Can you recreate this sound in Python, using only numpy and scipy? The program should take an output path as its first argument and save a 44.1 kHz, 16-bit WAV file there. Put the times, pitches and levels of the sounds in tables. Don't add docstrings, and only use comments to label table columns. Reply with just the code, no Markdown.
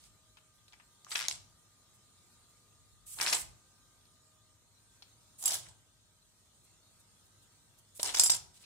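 import sys
import numpy as np
from scipy import signal
from scipy.fft import rfft, irfft, next_fast_len
from scipy.io import wavfile
from scipy.ndimage import uniform_filter1d, map_coordinates

SR = 44100
rng = np.random.default_rng(int(sys.argv[2]) if len(sys.argv) > 2 else 0)


def dump(signal):
    limited = np.clip(np.atleast_2d(signal).T, -1, 1)
    pcm = np.round(limited * 32767).astype(np.int16)
    wavfile.write(sys.argv[1], SR, pcm)


def convert_level_to_amplitude(level_db):
    exponent = np.asarray(level_db, float) / 20
    return 10 ** exponent


N = 381465
DRIVE_HZ = 313.4
RIGHT_LEAD, LEFT_LEAD = 1, 6


def unit(x):
    return x / np.sqrt(np.mean(x ** 2) + 1e-20)


def along(points, hz):
    f, v = np.transpose(points)
    return np.interp(np.log(hz + 1), np.log(f + 1), v)


def gains(tables):
    t, total = np.arange(N) / SR, 0
    for rows in tables:
        s, *levels_db = np.transpose(rows)
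        fade = np.clip(np.minimum(t - s[0], s[-1] - t) / 0.0046 + 1, 0, 1)
        total = np.maximum(total, fade * convert_level_to_amplitude([np.interp(t, s, db) for db in levels_db]))
    return total


def wobble(rate):
    points = rng.standard_normal(int(N * rate / SR) + 4)
    return map_coordinates(points, [np.arange(N) * rate / SR])


def filtered(x, response):
    m = next_fast_len(N + SR // 4)
    return irfft(rfft(x, m) * response(np.fft.rfftfreq(m, 1 / SR)), m)[..., :N]


def resonances(peaks):
    def response(f):
        total = 0
        for k, (hz, width, db) in enumerate(peaks):
            mode = 1j * f * width / (hz * hz - f * f + 1j * f * width)
            total = total + (-1) ** k * convert_level_to_amplitude(db) * mode
        return total
    return response


# (frequency [Hz], likeness [0-1])
LIKENESS = [(60, 0.39), (300, 0.83), (800, 0.38), (1400, 0.68), (2500, 0.14), (8000, 0.13)]


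def spread(pair, response, lead):
    def mid_and_side(hz):
        turn = np.arccos(np.clip(along(LIKENESS, hz), -1, 1)) / 2
        return response(hz) * [np.cos(turn), np.sin(turn)]
    mid, side = filtered(pair, mid_and_side)
    return np.array([mid + side, np.roll(mid - side, round(lead))])


def arrive(pair, lead):
    off_boards = lead + 8
    right = 0.71 * np.roll(pair[1], lead) + 0.57 * np.roll(pair[1], off_boards)
    return np.array([pair[0], right])


def grains(per_second, scatter_db, smooth):
    hit = rng.random(N) < per_second / SR
    size = convert_level_to_amplitude(scatter_db * np.minimum(rng.exponential(size=N), 2))
    contact = hit * size * np.sign(rng.standard_normal((2, N)))
    return unit(contact) + smooth * rng.standard_normal((2, N))


def patchy(x, depth_db):
    hz, _, z = signal.stft(x, SR, nperseg=512)
    field = uniform_filter1d(rng.standard_normal(z.shape[1:]), size=2, axis=0)
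    field = uniform_filter1d(field, size=10, axis=1)
    treble = np.clip(hz / 2500, 0, 1)[:, None]
    return signal.istft(z * convert_level_to_amplitude(depth_db * treble * unit(field)), nperseg=512)[1][:, :N]


# (frequency [Hz], level [dB per Hz])
HISS = [(15, -39), (25, -9), (108, -6), (439, -17), (1100, -19.5), (1230, -16.5), (1560, -22.5),
        (2910, -23.5), (4030, -16.5), (4740, -21.5), (6900, -17.5), (9300, -18), (10400, -27), (15300, -30),
        (16200, -40.5)]


def hiss():
    air = patchy(rng.standard_normal((2, N)), depth_db=3.8)
    colour = lambda hz: convert_level_to_amplitude(along(HISS, hz)) * (hz > 140)
    return convert_level_to_amplitude(-68 + 1.04 * wobble(2.118)) * unit(spread(air, colour, lead=4))


# (time [s], half-width [s], deep level [dB], boom
# level [dB])
SWELLS = [
    (0.05, 0.11, -90, -69.5),
    (1.35, 0.15, -76, -60.5),
    (2.95, 0.17, -67, -80),
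    (3.25, 0.13, -63.5, -63.5),
    (3.47, 0.11, -63.5, -62),
    (5.62, 0.15, -84.5, -61),
    (7.0, .12, -75, -76),
    (8.07, 0.075, -68, -61),
    (8.18, .08, -61, -73),
    (8.37, 0.12, -75, -58.5),
]


def rumble_swells():
    t = np.arange(N) / SR
    power = convert_level_to_amplitude([-78 + 2.8 * wobble(2.7), -72.5 + 0.63 * wobble(2.5)]) ** 2
    for s, half_width, deep_db, boom_db in SWELLS:
        power = power + convert_level_to_amplitude([[deep_db], [boom_db]] - 6.5 * ((t - s) / half_width) ** 2) ** 2
    return np.sqrt(power)


def rumble():
    def band(centre_hz, width_hz):
        return unit(spread(rng.standard_normal((2, N)), resonances([(centre_hz, width_hz, 0)]), lead=4))
    deep, boom = rumble_swells()
    limits = lambda hz: 1 / (1 + (hz / 170) ** 4 + (38 / (hz + 1)) ** 8)
    return filtered(deep * band(48, 14) + boom * band(106, 60), limits)


# (time [s], level [dB])
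WHINE = [(0, -81), (4.5, -81), (4.8, -100), (8.65, -100)]


def tones():
    whine = gains([WHINE])[0] * np.sqrt(2) * np.sin(2 * np.pi * 1213 * np.arange(N) / SR)
    hum_hz = 102 + 5 * wobble(8)
    hum = np.sin(2 * np.pi * np.cumsum(hum_hz) / SR)
    return whine + convert_level_to_amplitude(-76 + 4 * wobble(12)) * hum


def house():
    return hiss() + rumble() + tones()


# (multiple of the drive rate, level [dB])
BUZZ = [(2, -92), (3, -93), (4, -92), (5, -90), (6, -95), (10, -94), (11, -93), (13, -92), (14, -96),
        (17, -97), (20, -94), (21, -96), (22, -92), (23, -91), (25, -95), (26, -95), (28, -96), (30, -96)]


def drive_buzz():
    t, buzz = np.arange(N) / SR, np.zeros((2, N))
    for k, db in BUZZ:
        swell = convert_level_to_amplitude(db + 3.5 + 3.5 * wobble(3))
        side_shift = [[0], [k / 25]]
        turns = k * DRIVE_HZ * t + 0.07 * wobble(4.0) + rng.random() + side_shift
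        buzz += swell * np.sin(2 * np.pi * turns)
    return buzz


# (start [s], length [s], level [dB], load on the leg [dB])
SERVO_RUNS = [
    (-.06, 0.134, -68.5, 20.5),
    (1.09, 0.12, -44, -5),
    (3.058, 0.088, -45, -0.5),
    (3.149, 0.27, -41.5, 1),
    (5.379, 0.055, -44.5, -9),
    (7.944, .034, -49.5, -2),
    (7.987, 0.037, -45, -20),
    (8.531, 0.047, -63.5, 19),
    (8.589, 0.043, -63, 18.5),
]


def runs():
    t, running, strained = np.arange(N) / SR, 0, 0
    for s, length, db, load_db in SERVO_RUNS:
        catch = np.clip((t - s) / 0.011, 0, 1)
        speeding = convert_level_to_amplitude(db - 8.5 * np.clip(1 - (t - s) / length, 0, 1))
        run_down = convert_level_to_amplitude(-20 * np.clip(t - s - length, 0, 1) / 0.0078)
        gain = catch * speeding * run_down
        running = running + gain
        strained = strained + gain * convert_level_to_amplitude(load_db)
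    return running, strained


# (time [s], level [dB])
TWITCHES = [(.557, -73), (.93, -73), (1.95, -68), (2.33, -72), (2.5, -71.5), (6.65, -67), (7.005, -66),
            (7.26, -68.5), (7.43, -67), (7.79, -65)]
# (frequency [Hz], width [Hz], level [dB])
GEARBOX = [(8000, 2200, 2), (11000, 3200, 3), (14400, 9800, -5.5)]
# (frequency [Hz], width [Hz], level [dB])
LEG = [(4300, 7100, 0)]


def servos():
    t = np.arange(N) / SR
    throb = 1 + 0.2 * np.cos(2 * np.pi * DRIVE_HZ * t)
    teeth = throb * grains(4600, scatter_db=10.0, smooth=3.2)
    running, strained = runs()
    whir = unit(spread(teeth, resonances(GEARBOX), lead=5))
    strain = unit(spread(teeth, lambda hz: resonances(LEG)(hz) ** 2, lead=4.45))
    for s, db in TWITCHES:
        running = running + convert_level_to_amplitude(db - 2.8 * ((t - s) / 0.008) ** 2)
    return running * whir + convert_level_to_amplitude(-17.0) * strained * strain + drive_buzz()


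# (frequency [Hz], width [Hz], level [dB])
BOARDS = [(701, 316, 1.5), (1016, 170, 4.5), (375, 170, -6.5), (1297, 310, -2)]


def floorboards(hz):
    return resonances(BOARDS)(hz)


# (time [s], level [dB], main mode [Hz], second mode [Hz], crunch length [ms])
SETTLING = [(0.0383, -51, 4800, 8740, 3.8), (0.37, -51, 2820, 2000, 9), (0.681, -52.5, 3940, 5430, 6),
            (0.7238, -50, 3960, 2500, 2.4), (0.7319, -48, 2440, 3900, 5), (0.739, -49, 2240, 1420, 2.4),
            (0.799, -51, 1770, 3750, 8.5), (4.0544, -55.5, 3960, 5510, 2.3),
            (5.022, -42.5, 4260, 2300, 3.1), (5.027, -45, 4300, 2240, 3), (7.7862, -57, 11240, 5440, 5.9),
            (8.6371, -51, 4130, 2150, 13)]
RIGHT_LEG = [(1.0466, -42, 6650, 4140, 1.9), (1.0668, -43, 1080, 1940, 2.3),
             (1.1072, -36.5, 8530, 1980, 0.7), (1.1163, -30.5, 4480, 3170, 7.6),
             (1.1528, -26.5, 2370, 4260, 1.4), (1.1553, -21.5, 3010, 1570, 1.5),
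             (1.1568, -20, 2630, 4040, 2.8), (1.2835, -15, 6560, 3230, 1.6), (1.3116, -25, 5300, 2054, 1.7),
             (3.1875, -31, 1873, 5620, 2), (3.2, -26, 2020, 1260, 1.85), (3.2105, -27, 2740, 5150, 2.3),
             (3.2128, -19, 5250, 9100, 1.9), (3.2155, -22, 8970, 3810, 2.1), (3.226, -28, 9010, 6500, 8),
             (3.245, -31.5, 7900, 5210, 4), (3.2631, -21, 2350, 5470, 3.1), (3.2719, -19, 2280, 3114, 1),
             (3.2762, -25.5, 5810, 2024, 3.5), (3.2807, -23, 5150, 2150, 3.7),
             (3.286, -24, 5080, 2080, 3.6), (3.292, -29.5, 7360, 5380, 3.4), (3.298, -24, 6450, 2820, 3.8),
             (3.304, -37, 6540, 4130, 3.7), (3.3245, -27.5, 8770, 2446, 3.7), (3.3275, -17, 2364, 6980, 4),
             (3.3314, -19, 9600, 2154, 3.55), (3.335, -23, 7540, 3040, 2), (3.3436, -29.5, 8790, 2425, 3.4),
             (3.353, -29.5, 8870, 4540, 2.5), (3.359, -35.5, 8060, 1974, 1.8),
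             (3.3677, -32.5, 8700, 2125, 3)]
LEFT_LEG = [(5.4385, -27.5, 8100, 11330, 3.2), (5.448, -38, 7680, 11200, 3.4),
            (5.4705, -32, 10020, 4010, 3.6), (5.5196, -25.5, 10280, 4090, 7.3),
            (5.532, -26.5, 9930, 3970, 5), (5.541, -23, 7700, 11440, 7), (5.554, -29.5, 8140, 3400, 4),
            (5.5665, -36.5, 9930, 6770, 8), (5.585, -40.5, 6850, 9300, 4), (5.594, -42, 9440, 5730, 4),
            (5.6305, -49, 7670, 3880, 4), (5.6859, -49.5, 5300, 7490, 4.6),
            (7.9955, -35.5, 4570, 3100, 3.1), (7.997, -38.5, 3360, 4630, 6),
            (8.0007, -33.5, 3420, 5600, 1.1), (8.0445, -29.5, 7600, 4170, 3.8),
            (8.0538, -27, 5240, 9230, 3), (8.0598, -24.5, 6030, 4000, 2), (8.0732, -28.5, 9880, 6020, 1.8),
            (8.091, -30, 3120, 4570, 8), (8.1075, -40, 6750, 4200, 4), (8.118, -42, 8400, 1980, 3),
            (8.1265, -37.5, 8610, 2580, 2.5), (8.1398, -33.5, 6890, 4180, 1),
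            (8.1462, -24, 6290, 4440, 1.9), (8.149, -20.5, 6420, 4450, 2.8), (8.1738, -25.5, 7600, 5130, 2),
            (8.1795, -24.5, 7190, 4700, 2), (8.186, -23, 8700, 5520, 1.8), (8.2972, -15, 4770, 3340, 0.85)]
# (time [s], level [dB], centre [Hz], crunch length [ms], ring [dB])
HOLLOW_HITS = [(5.426, -30, 8000, 1.2, -14), (5.4572, -18, 9700, 2.5, -10), (5.478, -21, 8200, 5, -9),
               (5.4902, -30.5, 7720, 3, -5), (5.5064, -26, 6480, 4.8, -8), (8.0305, -15, 7180, 1.2, -20),
               (8.1606, -28, 7000, 1.8, -8), (8.1703, -20.5, 4550, 1.5, -10),
               (8.1963, -8.5, 5940, 3, -12.5), (8.2105, -24.5, 7000, 2, -5.5),
               (8.2164, -21.5, 6570, 2, -16), (8.224, -28.5, 7520, 2, -3.5), (8.2359, -16, 8800, 2.3, -5.5),
               (8.2606, -20, 6450, 1.5, -6.5), (8.263, -24, 7430, 1.8, -11), (8.2644, -23, 6020, 1.5, -18),
               (8.2695, -29, 7170, 2, -4), (8.275, -35, 7400, 3, -7.5), (8.2881, -41, 6030, 1.7, -16),
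               (8.3003, -15.5, 6010, 1.8, -9), (8.3028, -19, 7000, 2, -10.5), (8.3151, -24, 6000, 1.5, -13),
               (8.3194, -21, 5900, 2, -10), (8.3352, -27.5, 5000, 2.4, -13), (8.3458, -26.5, 7330, 3, -13),
               (8.351, -29.5, 7000, 3, -10.5), (8.361, -39.5, 7280, 1.8, -2),
               (8.3657, -36, 7200, 1.8, -4.5)]


def contacts():
    def knock(hz, more_db):
        return -16 + more_db - 6.5 * np.log2(max(hz, 2200) / 4000)
    first_step = [r for r in RIGHT_LEG if r[0] < 2]
    second_step = [r for r in RIGHT_LEG if r[0] > 2]
    groups = [(SETTLING, -2.5, LEFT_LEAD), (first_step, -7, RIGHT_LEAD),
              (second_step, -4, RIGHT_LEAD), (LEFT_LEG, -0.5, LEFT_LEAD)]
    faint_ring_db = -29
    rows = []
    for table, more_db, lead in groups:
        for s, db, a, b, ms in table:
            rows.append((s, db, (a, b), ms, knock(np.sqrt(a * b), more_db), faint_ring_db, lead))
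    for s, db, hz, ms, ring_db in HOLLOW_HITS:
        rows.append((s, db, (hz * 1.3, hz / 1.4), ms, knock(hz, -2), ring_db, LEFT_LEAD))
    return rows


# (main level [dB], second level [dB])
MODE_DB = (3.5, 1.5)


def brick_crunch(modes_hz, ms, lead):
    t, f = np.arange(1024) / SR, np.fft.rfftfreq(2048, 1 / SR)
    centre_hz = np.sqrt(np.prod(modes_hz))
    noise = rng.standard_normal((3, 1024))
    lumps = convert_level_to_amplitude(0.7 * rng.standard_normal(64).repeat(16))
    crunch = (noise[:2] + 0.67 * noise[2]) * lumps * convert_level_to_amplitude(-7 * t * 1000 / max(ms, .3))
    crunch *= 1 - np.exp(-(t * 1000 + 0.039) / max(0.11 * ms - 1, .02))
    crunch[:, 2] += 16 * np.exp(-ms / 1.28)
    soft = 1 / (1 + 1j * f / (1.07 * max(modes_hz))) ** 2
    soft *= (1j * f / (0.45 * min(modes_hz) + 1j * f)) ** 2
    main = resonances([(hz, 480, db) for hz, db in zip(modes_hz, MODE_DB)])(f)
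    lesser = resonances([(centre_hz * convert_level_to_amplitude(6 * z), 450, -9) for z in rng.standard_normal(4)])(f)
    snap = (1 + lesser) * resonances([(centre_hz, 1.3 * centre_hz, 0)])(f)
    crunch = arrive(irfft(rfft(crunch, 2048) * soft * (main + snap)), lead)
    body = crunch[:, :int(45 + 25 * ms)]
    return crunch / np.sqrt(np.mean(body ** 2, axis=1, keepdims=True))


# (frequency [Hz], level [dB], time to fall 60 dB [s])
HOLLOW = [(3746, 3.5, 0.039), (5044, 3.5, 0.12), (5560, -2.5, .12), (5884, -6, 0.07), (6350, -7.5, 0.059),
          (7080, 4.5, 0.07), (7616, 8, 0.18), (7600, -1, 0.094), (7470, -4.5, 0.09), (8650, 3, 0.044),
          (9905, 4, .06), (10050, 2.5, 0.18), (10450, -3.5, 0.07), (11700, -12.5, 0.067)]
LANDINGS_S = [5.432, 5.474, 5.496, 5.512, 8.034, 8.168, 8.194, 8.223, 8.289, 8.356, 8.372]


def hollow_ring(s, centre_hz):
    t = np.arange(8192) / SR
    hz, level_db, t60 = np.transpose(HOLLOW)[:, :, None]
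    waver = np.cumsum(0.055 * rng.standard_normal((len(hz), len(t))), axis=1)
    near_db = level_db - 15 * np.log2(hz / centre_hz) ** 2
    fall_db = 60 * t / np.clip(t60, .02, .25)
    size = convert_level_to_amplitude(near_db + rng.normal(0, 3, (2, len(hz), 1)) - fall_db)
    phase = 2 * np.pi * (hz * t + rng.random((2, len(hz), 1))) + waver
    ring = (size * np.sin(phase)).sum(1)
    landing = min([m for m in LANDINGS_S if m > s] + [s + .1])
    return ring * convert_level_to_amplitude(-20 * np.clip(t + s - landing, 0, 1) / .006)


def clacks():
    crunches, rings = np.zeros((2, 2, N + SR))
    knocks = np.zeros(N)
    for s, db, modes_hz, ms, knock_db, ring_db, lead in contacts():
        at = round(s * SR)
        ring = hollow_ring(s, np.sqrt(np.prod(modes_hz)))
        crunches[:, at:at + 2048] += convert_level_to_amplitude(db - 7.0) * brick_crunch(modes_hz, ms, lead)
        rings[:, at:at + 8192] += convert_level_to_amplitude(db - 6.5 + ring_db) * ring
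        knocks[at] = convert_level_to_amplitude(db + knock_db + 28)
    return crunches[:, :N] + filtered(knocks, floorboards), rings[:, :N]


# (frequency [Hz], time to fall 60 dB [s])
ROOM = [(300, 0.7), (2000, 0.35), (6000, 0.34), (14000, 0.22)]


def room(x):
    wall = filtered(x.mean(0), resonances([(7000, 7000, 0.028)]))
    out = np.roll(wall, round(.0137 * SR)) * convert_level_to_amplitude([[-17], [-9]])
    for a in range(0, N, SR // 4):
        hz, t, z = signal.stft(rng.standard_normal((2, SR // 2)), SR, nperseg=256)
        fall = convert_level_to_amplitude(-60 * t / along(ROOM, hz)[:, None])
        tail = signal.istft(z * fall, SR, nperseg=256)[1]
        wet = signal.fftconvolve(x[:, a:a + SR // 4], tail / np.linalg.norm(tail[0]), axes=1)
        out[:, a + 150:][:, :wet.shape[1]] += convert_level_to_amplitude(-9.5) * wet[:, :N - a - 150]
    return out


# (time [s], level [dB])
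HEAP = [
    [(1.07, -58), (1.1, -56), (1.125, -35.5), (1.15, -52), (1.17, -37), (1.2, -49), (1.24, -46),
     (1.265, -47), (1.281, -53)],
    [(1.286, -33.5), (1.3, -46), (1.32, -36.5), (1.34, -50.5), (1.38, -55)],
    [(3.17, -56), (3.2, -42), (3.22, -30), (3.25, -36), (3.27, -32), (3.315, -36.5), (3.345, -26.5),
     (3.375, -42.5), (3.41, -78)],
    [(5.41, -58), (5.452, -41), (5.462, -35), (5.5, -35.5), (5.55, -38), (5.58, -46.5), (5.62, -54),
     (5.7, -56), (5.75, -73)],
    [(7.998, -41.5), (8.025, -54), (8.035, -35.5), (8.05, -37), (8.065, -31), (8.09, -34), (8.11, -41),
     (8.135, -47), (8.144, -46)],
    [(8.146, -25.5), (8.157, -44.5), (8.17, -30.5), (8.22, -36.5), (8.25, -36), (8.29, -59), (8.31, -40),
     (8.35, -39), (8.385, -52)],
]
# (drumming boards [dB], dull scrape [dB])
HEAP_MIX = [(-15.5, 1), (-18, -8.5), (-10.5, -1), (-15, -7), (-10.5, -5), (-12.5, -3.5)]


def stir():
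    grown = lambda db, grows: -35 + grows * (db + 35)
    shoves = []
    for rows, (drum_db, scrape_db) in zip(HEAP, HEAP_MIX):
        shoves.append([(s, grown(db, 0.75) + drum_db, grown(db, 0.99) + scrape_db, db) for s, db in rows])
    return gains(shoves)


# (frequency [Hz], level [dB per Hz])
SCRAPE = [(600, -29.5), (1200, -5.5), (2250, -5.5), (3000, -12), (4000, -23.5), (6000, -4.5), (9000, -48)]
# (frequency [Hz], level [dB per Hz])
RATTLE = [(1760, -34.5), (3000, 0), (4600, -5), (6260, -9.5), (7560, 3), (9400, 0), (10100, -6.5),
          (10900, -19.5), (16000, -29)]


def heap():
    drum, scrape, rattle = stir()
    low = lambda hz: floorboards(hz) / (1 + (hz / 1300) ** 4)
    boards = spread(grains(800, scatter_db=6.5, smooth=0.95), low, lead=3)
    dull = grains(2100, scatter_db=5.5, smooth=0.97)
    dull = spread(dull, lambda hz: convert_level_to_amplitude(along(SCRAPE, hz)), lead=4)
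    bright = patchy(grains(2100, scatter_db=0.5, smooth=0.21), depth_db=4)
    bright = spread(bright, lambda hz: convert_level_to_amplitude(along(RATTLE, hz)), lead=6)
    dull = dull * convert_level_to_amplitude(3 * wobble(90))
    bright = bright * convert_level_to_amplitude(3 * wobble(120))
    return drum * convert_level_to_amplitude(-4.5) * unit(boards) + scrape * convert_level_to_amplitude(-8.0) * unit(dull) + rattle * convert_level_to_amplitude(-4.5) * unit(bright)


# (time [s], level [dB])
STUDS = [(1.1655, -29), (1.171, -32), (1.1793, -30), (1.192, -27), (1.2013, -28), (1.2107, -27),
         (1.2185, -27), (1.2264, -28), (1.2335, -32), (1.2402, -32), (1.2458, -33), (1.2518, -33),
         (1.257, -36), (1.2625, -36), (1.2717, -41)]
# (frequency [Hz], width [Hz], level [dB])
BEAM = [(2014, 1100, 2), (3600, 1600, 3.5), (5300, 2000, 3)]


def studs():
    blows, t = np.zeros((2, N)), np.arange(256) / SR
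    for s, db in STUDS:
        shudder = .17 * rng.standard_normal((2, len(t))) * np.exp(-t / .0015)
        blows[:, round(s * SR):][:, :len(t)] += convert_level_to_amplitude(db + 19) * (shudder + (t == 0))
    return filtered(arrive(blows, RIGHT_LEAD), lambda hz: resonances(BEAM)(hz) / (1 + 1j * hz / 7500) ** 2)


# (time [s], level [dB], pitch [Hz], time to fall 60 dB [s])
THUDS = [
    (3.244, -27, 620, .04),
    (3.281, -27, 600, .05),
    (3.33, -21, 369, .025),
    (5.437, -30, 750, 0.035),
    (5.481, -27.5, 727, 0.054),
    (5.518, -23, 686, 0.058),
    (5.541, -30, 755, 0.041),
    (7.996, -13.5, 595, 0.017),
    (8.197, -28, 297, 0.02),
]


def thuds():
    out, t = np.zeros(N), np.arange(2048) / SR
    for s, db, hz, t60 in THUDS:
        push = convert_level_to_amplitude(db - 20.5 - 60 * t / t60) * np.sin(2 * np.pi * hz * t)
        out[round(s * SR):][:len(t)] += push
    return out


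def scene():
    background = house()
    whir = servos()
    knocks, ring = clacks()
    robot = whir + knocks + heap() + studs() + thuds()
    return robot + ring + room(robot + convert_level_to_amplitude(-9) * ring) + background


def top_cut(x):
    return signal.sosfilt(signal.butter(12, 15830, fs=SR, output="sos"), x)


# (frequency [Hz], left over right [dB])
MICROPHONES = [(60, 2), (700, 3), (2400, 3), (4400, 4), (8100, -5.5), (15000, 2.5)]


def record(dry):
    def colour(hz):
        return convert_level_to_amplitude(along(MICROPHONES, hz) * [[.5], [-.5]]) / (1 + (hz / 15800) ** 90)
    return top_cut(filtered(dry, colour))


dry = scene()
out = record(dry)
dump(out)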